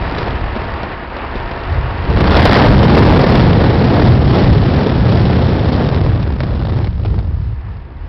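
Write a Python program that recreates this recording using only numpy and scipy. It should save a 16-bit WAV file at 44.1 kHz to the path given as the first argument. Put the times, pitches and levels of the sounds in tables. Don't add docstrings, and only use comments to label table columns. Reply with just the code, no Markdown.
import sys
import numpy as np
from scipy import signal
from scipy.fft import rfft, irfft, next_fast_len
from scipy.io import wavfile
from scipy.ndimage import uniform_filter1d, map_coordinates

SR = 44100
rng = np.random.default_rng(int(sys.argv[2]) if len(sys.argv) > 2 else 0)


def transcribe(u):
    v = np.clip(np.atleast_2d(u).T, -1, 1)
    q = np.round(v * 32767).astype(np.int16)
    wavfile.write(sys.argv[1], SR, q)


N = 356328


def undb(db):
    return 10 ** (np.asarray(db) / 20)


def unit(x):
    return x / np.sqrt(np.mean(x ** 2))


def curves(table):
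    time_s, *columns = np.transpose(table)
    return [np.interp(np.arange(N) / SR, time_s, column) for column in columns]


def colour(x, tone):
    hz, db = np.transpose(tone)
    size = 2 * next_fast_len(N // 2 + SR // 8)
    bin_hz = np.arange(size // 2 + 1) * SR / size
    gain = unit(undb(np.interp(np.log(bin_hz + 1), np.log(hz), db)))
    cepstrum = irfft(np.log(gain))
    cepstrum[1:size // 2] *= 2
    cepstrum[size // 2 + 1:] = 0
    return irfft(rfft(x, size) * np.exp(rfft(cepstrum)))[:N]


def noise():
    return rng.standard_normal(N)


def wander(turns_per_s):
    return unit(np.interp(np.arange(N) * turns_per_s / SR, np.arange(N), noise()))


def flutter(db):
    return unit(undb(db))


def even(x, span_s):
    return x / np.sqrt(uniform_filter1d(x ** 2, max(int(span_s * SR), 2)) + 1e-9)


def moving_air(tone, speed):
    place = np.cumsum(speed)
    return map_coordinates(colour(noise(), tone), [place], order=3, mode="mirror")


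# time_s, level_db
TYRE_LEVELS = [(0, -24), (.6, -24.5), (1.0, -27.5), (1.5, -25), (2.0, -24.5), (3.0, -26.5), (4.5, -29),
               (6.0, -33), (6.9, -44.5), (7.5, -42.5), (8.08, -43)]
# pitch_hz, relative_db
TYRE_TONE = [(60, -11.5), (180, -3), (360, 1), (550, -1), (800, 0.5), (1100, -0.5), (1550, -5), (1780, -4),
             (2250, -10), (2750, -11.5), (3300, -19), (4900, -26.5), (5500, -39), (6500, -56)]
# pitch_hz, level_db (compared with the roar)
WHINE_NOTES = [(366.3, -15), (678.5, -15), (935.5, -12)]


def tyres_and_drivetrain():
    level_db, = curves(TYRE_LEVELS)
    roar = colour(noise() * flutter(wander(25)), TYRE_TONE)
    speed = 1 + .0015 * wander(2.5)
    whine = 0
    for pitch_hz, note_db in WHINE_NOTES:
        phase = 2 * np.pi * np.cumsum(pitch_hz * speed + 3 * wander(40)) / SR
        note = unit(np.sin(phase) * undb(2 * wander(7)))
        whine += note * undb(note_db)
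    return (roar + whine) * undb(level_db)


# time_s, relative_db
BOOM_LEVELS = [(0, -15.5), (.25, -26.5), (.45, -19), (.8, -26), (1.25, -28), (1.45, -18), (1.6, -24),
               (1.75, -19), (1.95, -22), (2.12, -12), (2.6, -9.5), (3.55, -10), (3.8, -15.5), (4.07, -8.5),
               (4.25, -14.5), (4.53, -9), (4.7, -15.5), (5.3, -14.5), (5.8, -19), (6.1, -16), (6.8, -14.5),
               (7.4, -18), (7.88, -25), (8.08, -22.5)]
# pitch_hz, relative_db
BOOM_TONE = [(15, -27.5), (28, -12), (45, -3.5), (65, -1.5), (90, 0), (120, -6.5), (180, -15.5), (400, -58)]


def window_boom(depth):
    level_db, = curves(BOOM_LEVELS)
    heave_db = .5 + 2.5 * wander(turns_per_s=8)
    speed = np.interp(depth, [0, 1], [.7467, 1.346])
    return even(moving_air(BOOM_TONE, speed), span_s=.085) * undb(level_db + heave_db)


def eddy_bursts(eddies_per_s, rise_s=.0026, decay_s=.003):
    count = np.floor(np.cumsum(eddies_per_s * flutter(5 * wander(90))) / SR)
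    arrives = np.diff(count, prepend=0) > 0
    size = undb(np.clip(noise(), -1.5, 1.5))
    power = signal.lfilter([1], [1, -np.exp(-2 / (decay_s * SR))], arrives * size ** 2)
    lead = np.exp(-2 / (rise_s * SR))
    power = signal.lfilter([1 - lead], [1, -lead], power[::-1])[::-1]
    power += .02
    clusters = flutter(2 * wander(90))
    return even(np.sqrt(power) * clusters, span_s=.031)


# time_s, rumble_db, hiss_db
WIND_LEVELS = [(0, -27.5, -44), (.2, -25.5, -40), (.45, -34.5, -47), (.62, -30, -44), (.8, -36, -52),
               (1.25, -36.5, -51), (1.45, -35, -45), (2.0, -36, -46), (2.1, -22, -41), (2.32, -15.5, -29),
               (2.54, -12.5, -24.5), (2.72, -11.5, -30), (3.4, -10, -27.5), (3.55, -12.5, -32.5),
               (4.05, -12.5, -31.5), (4.2, -18.5, -37), (4.38, -12.5, -29), (4.6, -17, -35.5),
               (5.7, -17.5, -36), (6.15, -24, -45), (6.57, -23.5, -46), (6.8, -21.5, -41),
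               (6.93, -36.5, -57), (7.15, -24.5, -53), (7.5, -37.5, -64), (8.08, -38, -66.5)]
# pitch_hz, relative_db
RUMBLE_TONE = [(40, -24), (75, -4), (110, -1), (160, -0.5), (250, -4.5), (450, -9), (800, -16), (1200, -24),
               (1900, -28), (3000, -43), (5500, -63)]
# pitch_hz, relative_db
RASP_TONE = [(150, -14.5), (450, 0.5), (900, -0.5), (1300, -6), (1800, -5.5), (2400, -15.5), (3500, -19.5),
             (6000, -39)]
# pitch_hz, relative_db
HISS_TONE = [(400, -14), (1500, -0.5), (2400, 0.5), (3500, 2.5), (5000, -2.5), (6500, -3)]


def slipstream(depth):
    rumble_db, hiss_db = curves(WIND_LEVELS)
    gust_db = 1.3 * wander(turns_per_s=8)
    speed = undb(.2 * (hiss_db + 34))
    crowding = depth ** 2
    eddies_per_s = speed ** 2 * 140 * (520 / 140) ** crowding
    rasp_db = 15.5 - 15 * crowding + 7 * (speed - 1)
    eddies = eddy_bursts(eddies_per_s)
    grain = flutter(2.3 * wander(900))
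    swirls = moving_air(RUMBLE_TONE, speed)
    big_swirls = signal.sosfiltfilt(signal.butter(2, 250, fs=SR, output="sos"), swirls)
    rumble = even(big_swirls + (swirls - big_swirls) * eddies ** .85, span_s=.053)
    rasp = colour(noise() * eddies, RASP_TONE) * undb(rasp_db)
    hiss = colour(noise() * eddies * grain, HISS_TONE) * undb(8)
    return (rumble * undb(rumble_db + 3) + (rasp + hiss) * undb(hiss_db - 1)) * undb(gust_db)


# start_s, strength_db, snap_db (added to the strength for the snap)
PUFF_HITS = [(0.183, -9, -8), (0.217, -11, -19), (0.276, -10, -32), (0.563, -6.5, -24), (0.833, -10, -19),
             (1.166, -14.5, -14), (1.355, -11, -15), (1.512, -13, -14), (2.101, -8, -27),
             (2.172, -5.5, -24), (2.207, -2.5, -14.5), (2.368, 2.5, -11), (2.454, 9.5, -13), (2.97, 4, -24),
             (3.193, 2.5, -21), (5.885, -22, -22), (5.962, -11.5, -21), (6.027, -16, -31),
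             (6.063, -9.5, -22), (6.131, -21, -29), (6.161, -16, -24), (6.228, -15, -10), (6.405, -10, -15),
             (6.434, -11.5, -14), (6.532, -18.5, -19), (6.774, -21, -14), (6.816, -30, -12),
             (6.845, -18.5, -9), (6.871, -14.5, -20), (7.050, -16, -20), (7.058, -17, -15),
             (7.19, -20, -15)]


def puffs(slap_decay_s=.0058, wake_decay_s=.037, wake_db=-26.5):
    slap, snap = np.zeros((2, N))
    age_s = np.arange(SR // 8) / SR
    fade = np.exp(-age_s / slap_decay_s) + undb(wake_db) * np.exp(-age_s / wake_decay_s)
    for start_s, strength_db, snap_db in PUFF_HITS:
        span = slice(int(start_s * SR), int(start_s * SR) + len(age_s))
        slap[span] += fade * undb(strength_db)
        snap[span] += fade * undb(strength_db + snap_db)
    # pitch_hz, relative_db
    slap_tone = [(60, -11), (200, 9.5), (600, 3.5), (1100, -7), (2200, -14), (5500, -36)]
    body = even(colour(noise(), slap_tone), span_s=.0024)
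    return body * slap * undb(-4) + colour(noise(), HISS_TONE) * snap


# time_s, depth (0 at the edge, 1 deep inside)
STREAM_DEPTH = [(0, 0.011), (1.4, .03), (2.05, .38), (2.5, .45), (3.2, 0.76), (4.2, 0.99), (5.5, 0.91),
                (6.2, .6), (7.0, .45), (8.08, 0)]


def scene():
    depth, = curves(STREAM_DEPTH)
    mix = slipstream(depth) + puffs() + window_boom(depth) + tyres_and_drivetrain()
    return mix[None]


def record(dry):
    overloaded = np.clip(dry, -.705, .705)
    dulled = signal.sosfiltfilt(signal.butter(14, 5484, fs=SR, output="sos"), overloaded)
    crackly = np.clip(dulled, -.708, .708)
    return signal.sosfilt(signal.ellip(8, .2, 70, 15900, fs=SR, output="sos"), crackly)


dry = scene()
out = record(dry)
transcribe(out)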